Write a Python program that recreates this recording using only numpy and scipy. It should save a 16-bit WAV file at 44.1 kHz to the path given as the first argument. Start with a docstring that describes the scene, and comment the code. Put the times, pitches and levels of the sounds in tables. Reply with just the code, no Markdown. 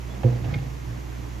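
"""A large tortoise brushes the wooden wall of its pen, a little to the right, then knocks it with a foreleg.
The board booms. The scaly leg rasps down it, tapping and nudging; the foot drags through sand
and a claw clicks on the wood. Two softer nudges follow, then faint low swells and sandy swishes.
Ventilation hums and hisses steadily throughout."""
import sys
import numpy as np
from scipy import signal
from scipy.fft import rfft, irfft, next_fast_len
from scipy.io import wavfile

SR = 44100
rng = np.random.default_rng(int(sys.argv[2]) if len(sys.argv) > 2 else 0)


def persist_wave(psi):
    """Save psi, clipped to +-1, as 16-bit WAV."""
    counts = np.round(np.clip(psi, -1, 1) * 32767).astype(np.int16)
    wavfile.write(sys.argv[1], SR, np.atleast_2d(counts).T)


N = 61739

# board modes: pitch_hz, level_db, t60_s, rise_s, pan_db
BOARD_MODES = [(121.05, -7.6, .478, .0127, -3.3), (112.9, -1.8, .168, .069, -2.8),
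               (200, -39, .7, .002, 1.5), (230, -25, .37, .001, -7), (311, -32, .6, .1, -7),
               (349, -21.5, .15, .004, -11), (467, -30, .33, .001, -14), (509.5, -20, .19, .026, -14),
               (501, -25.5, .18, .002, -14), (682, -52, .55, .002, -11), (777, -48, .2, .002, -9),
               (828, -47.5, .42, .002, -7), (1277, -57, .45, .002, -1)]
# deep modes of a push low on the board: pitch_hz, level_db, t60_s, rise_s, pan_db
DEEP_MODES = [(95, .2, .185, .012, -4), (138.8, -7.1, .785, .01, -2.5), (166.4, -13, .7, .012, 3)]
# leg against board: start_s, level_db, tilt_db_per_octave, deep_modes_db
BLOWS = [(.242, 0, 0, -35), (.4176, -10.8, -18, -8.9), (.4561, -28, 3, 10.9), (.5255, -19.8, 1, 2.8),
         (.5532, -13, -11, -13.8), (.8676, -17.5, -14, -19.6), (.903, -19.5, -7, -15.4)]
# dense short ring: freq_hz, relative_db
THUD_SPECTRUM = [(40, -40), (70, -14), (100, -4), (200, -10), (400, -13), (600, -13), (900, -19),
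                 (1500, -34), (4000, -60)]

def knocks():
    """The soft, heavy leg sets the board booming."""
    out = np.zeros((2, N))
    for start_s, level_db, tilt, deep_db in BLOWS:
        boom = ring(BOARD_MODES, tilt) + amp(deep_db) * ring(DEEP_MODES)
        thud = amp(-32) * burst(THUD_SPECTRUM, rise_s=.004, t60_s=.11, tilt_db_per_octave=tilt)
        add(out, start_s, amp(level_db) * (boom + thud))
    return out


# sliding leg envelope: time_s, level_db
SLIDE_ENVELOPE = [(0, -57), (.1, -42.5), (.17, -39.5), (.22, -41), (.3, -36), (.36, -38.5), (.42, -46.5),
                  (0.454, -36.5), (0.551, -34.5), (.6, -52.5), (.67, -42), (.73, -57), (.85, -53.5),
                  (.92, -47), (1.0, -48.5), (1.4, -47)]
# scales rasping on wood: freq_hz, relative_db
SLIDE_SPECTRUM = [(60, -11), (170, 11), (300, 5), (420, 0.5), (620, -1), (790, -1), (920, -7), (1150, -14),
                  (1750, -11), (2400, -15.5), (3200, -21.5), (6000, -25.5), (9000, -56), (14000, -51)]

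def leg_slide():
    """Hard scales rasp over the wood in many tiny slips."""
    slips_per_s, spread_db = 1200, 4
    slips = (rng.random((2, N)) < slips_per_s / SR) * rng.choice([-1, 1], (2, N))
    strength = amp(spread_db * rng.standard_normal((2, N)))
    level_db = np.interp(np.arange(N) / SR, *np.transpose(SLIDE_ENVELOPE))
    return amp(level_db) * coloured(slips * strength, SLIDE_SPECTRUM, LEG_CORRELATION, LEG_PAN)


# scales catching: start_s, level_db, tilt_db_per_octave
TAPS = [(.2328, -25, -1.5), (.329, -37.5, -16), (.4425, -32.5, 0.5), (.447, -35, 2), (.488, -34.5, -3),
        (.514, -36, -4), (.541, -37, -1), (.585, -37.5, 3), (.627, -38.5, -0.5)]
# wood under a hard scale: pitch_hz, level_db, t60_s, rise_s, pan_db
TAP_MODES = [(800, -.5, .03, .0015, -15), (515, -7, .04, .004, -14), (930, -14, .035, .0011, -18),
             (1150, -10, .019, .00065, -11), (1380, -17, .016, .0011, 6), (1750, -10, .02, .00072, 4),
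             (2700, -10.5, .03, .001, -7)]
# scale contact noise: freq_hz, relative_db
TAP_SPECTRUM = [(200, -3), (500, 5), (820, -8), (1300, -4), (1800, 2), (2600, 1), (3500, -3.5), (5000, -17),
                (7000, -25), (14000, -63)]

def scale_taps():
    """Single scales catch on the wood and make it clack."""
    out = np.zeros((2, N))
    for start_s, level_db, tilt in TAPS:
        noise = amp(-11.5) * burst(TAP_SPECTRUM, rise_s=.00037, t60_s=.066, tilt_db_per_octave=tilt)
        add(out, start_s, amp(level_db) * (ring(TAP_MODES, tilt) + noise))
    return out


# claw strike and rebound: start_s, level_db
CLAW_CLICKS = [(.5392, -30.5), (.5425, -33)]
# claw on wood: pitch_hz, level_db, t60_s, rise_s, pan_db
CLAW_MODES = [(1540, -16, .04, .0005, -3), (2205, 0, .048, .0005, 1), (2161, -12.5, .14, .0005, 0),
              (2345, -7, .035, .0005, 0), (2450, -9, .06, .0005, -5), (3275, -9.5, .032, .0003, -2),
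              (3655, -10.5, .04, .0003, -9), (4270, -15.5, .022, .0003, -2), (4620, -13, .028, .0003, -1)]
# claw contact noise: freq_hz, relative_db
CRACK_SPECTRUM = [(300, -5), (2200, 18), (4500, 14), (6000, -11), (14000, -35)]

def claw():
    """A claw snaps onto the board and rebounds."""
    out = np.zeros((2, N))
    for start_s, level_db in CLAW_CLICKS:
        crack = amp(-9) * burst(CRACK_SPECTRUM, rise_s=.00069, t60_s=.023)
        add(out, start_s, amp(level_db) * (ring(CLAW_MODES) + crack))
    return out


# foot drags: start_s, level_db
SAND_DRAGS = [(0.444, -45), (0.487, -40.5), (.88, -45.5), (1.001, -58), (1.11, -48)]
# shifting sand: freq_hz, relative_db
SAND_SPECTRUM = [(500, -25), (1100, 7), (1750, 14), (2600, -2), (3500, -4), (7000, -12), (14000, -62)]

def sand():
    """The foot drags through sand in short swishes."""
    out = np.zeros((2, N))
    for start_s, level_db in SAND_DRAGS:
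        add(out, start_s, amp(level_db) * burst(SAND_SPECTRUM, rise_s=.017, t60_s=.29))
    return out


# brief tones: start_s, level_db, pitch_hz
SWELLS = [(.095, -39, 3400), (.163, -17, 197), (.458, -24, 305), (.955, -28, 225), (1.175, -27, 195),
          (1.22, -25, 309), (1.355, -28, 215)]

def swells():
    """Brief faint low tones swell and fade, with one faint high squeak."""
    t60_s, rise_s, pan_db = .105, .03, -4.5
    out = np.zeros((2, N))
    for start_s, level_db, pitch_hz in SWELLS:
        add(out, start_s, ring([(pitch_hz, level_db, t60_s, rise_s, pan_db)]))
    return out


# fan motor hum: harmonic, rms_db, pan_db
HUM_HARMONICS = [(1, -35.5, -4), (2, -40.5, -1.5), (3, -57, -2), (5, -58.5, -1)]
# thin motor tones: pitch_hz, rms_db
WHINE_TONES = [(5972, -74), (12612, -77)]
# rushing air and its top hiss: freq_hz, relative_db
AIR_SPECTRUM = [(20, -31), (33, -25.5), (42, -10), (70, -8), (100, 1), (150, -8.5), (200, -10.5), (300, -5),
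                (400, -10.5), (630, -18), (1000, -14), (1500, -21.5), (2100, -20), (3200, -26.5),
                (4500, -30), (6800, -28.5)]
HISS_SPECTRUM = [(7900, -31), (8800, -37), (10000, -37), (11000, -35), (12700, -33.5), (14200, -40)]
# air stereo width: freq_hz, correlation
AIR_CORRELATION = [(50, 0.02), (150, 0.33), (400, -0.21), (900, -0.21), (2000, 0.26), (4000, 0.4),
                   (6500, 0.68), (8000, -0.8), (12000, -0.024)]
# air position: freq_hz, pan_db
AIR_PAN = [(60, -17.5), (130, -9), (280, -7), (550, -6), (1000, -0.5), (3000, -3), (10000, 0)]

def ventilation():
    """A fan motor hums and faintly whines over rushing air."""
    hum_hz = 59.9
    t = np.arange(N) / SR
    hum = sum(pan(pan_db) * amp(rms_db) * -np.cos(2 * np.pi * harmonic * hum_hz * t)
              for harmonic, rms_db, pan_db in HUM_HARMONICS)
    whine = sum(amp(rms_db) * np.sin(2 * np.pi * pitch_hz * t) for pitch_hz, rms_db in WHINE_TONES)
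    air = coloured(rng.standard_normal((2, N)), AIR_SPECTRUM + HISS_SPECTRUM, AIR_CORRELATION, AIR_PAN)
    return np.sqrt(2) * (hum + whine) + amp(-40) * air


# room decay: freq_hz, t60_s
ROOM_DECAY = [(100, 0.72), (500, 0.36), (2200, 0.51), (10000, 0.024)]

def room(x):
    """A short diffuse tail, thin in the bass, whose treble dies first."""
    low_cut_hz = 300
    band_hz, t, bands = signal.stft(rng.standard_normal((2, SR // 2)), SR, nperseg=256)
    decay = amp(-60 * t / along(ROOM_DECAY, band_hz)[:, None])
    tail = signal.istft(bands * decay, SR, nperseg=256)[1]
    wet = signal.fftconvolve(x, tail / np.linalg.norm(tail[0]), axes=1)[:, :N]
    return filtered(wet, lambda hz: hz ** 2 / (hz ** 2 + low_cut_hz ** 2))


# leg position: freq_hz, pan_db
LEG_PAN = [(100, 0), (300, -13), (550, -10), (900, -4.5), (1600, -2.5), (8000, -8)]
# leg stereo width: freq_hz, correlation
LEG_CORRELATION = [(100, 0.73), (500, 0.26), (1500, 0.2), (8000, 1)]

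def burst(spectrum, rise_s, t60_s, tilt_db_per_octave=0):
    """The noisy part of a leg contact."""
    noise = rng.standard_normal((2, N))
    return coloured(noise, spectrum, LEG_CORRELATION, LEG_PAN, tilt_db_per_octave) * fade(rise_s, t60_s)


def ring(modes, tilt_db_per_octave=0):
    """Decaying sine modes, tilted above the first mode's pitch."""
    t = np.arange(N) / SR
    out = np.zeros((2, N))
    for pitch_hz, level_db, t60_s, rise_s, pan_db in modes:
        octaves = np.log2(max(pitch_hz / modes[0][0], 1))
        gain = pan(pan_db) * amp(level_db + tilt_db_per_octave * octaves)
        out += gain * fade(rise_s, t60_s) * np.sin(2 * np.pi * pitch_hz * t)
    return out


def coloured(pair, spectrum, correlation, balance, tilt_db_per_octave=0):
    """Two unrelated signals as stereo of rms 1 with a given colour, width and balance."""
    def mid_side_gains(hz):
        angle = np.arccos(np.clip(along(correlation, hz), -1, 1)) / 2
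        octaves = np.log2(np.maximum(hz, BOARD_MODES[0][0]))
        gain = amp(along(spectrum, hz) + tilt_db_per_octave * octaves)
        return gain * [np.cos(angle), np.sin(angle)]

    mid, side = filtered(pair, mid_side_gains)
    stereo = filtered(np.array([mid + side, mid - side]), lambda hz: pan(along(balance, hz)))
    return stereo / np.sqrt(np.mean(stereo ** 2) + 1e-20)


def filtered(x, response):
    """Filter x by a gain function of frequency."""
    size = next_fast_len(N + SR // 2)
    return irfft(rfft(x, size) * response(np.fft.rfftfreq(size, 1 / SR)), size)[..., :N]


def along(points, hz):
    """Interpolate (freq_hz, value) points on a log axis."""
    freq_hz, values = np.transpose(points)
    return np.interp(np.log(hz + 1), np.log(freq_hz + 1), values)


def fade(rise_s, t60_s):
    """A rise and an exponential decay."""
    t = np.arange(N) / SR
    return (1 - np.exp(-t / rise_s)) * amp(-60 * t / t60_s)


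def amp(db):
    """Decibels to gain."""
    return 10 ** (np.asarray(db) / 20)


def pan(pan_db):
    """Stereo gains for a left-minus-right level."""
    return amp(np.array([[.5], [-.5]]) * pan_db)


def add(out, start_s, x):
    """Mix x into out from start_s."""
    start = max(0, round(start_s * SR))
    out[:, start:] += x[:, :N - start]


def scene():
    """The tortoise at the board, in the humming room."""
    foreground = knocks() + leg_slide() + scale_taps() + claw() + sand() + swells()
    return foreground + amp(-13) * room(foreground) + ventilation()


def record(dry):
    """Brick-wall low-pass."""
    cutoff_hz = 14300
    return filtered(dry, lambda hz: hz < cutoff_hz)


dry = scene()
out = record(dry)
persist_wave(out)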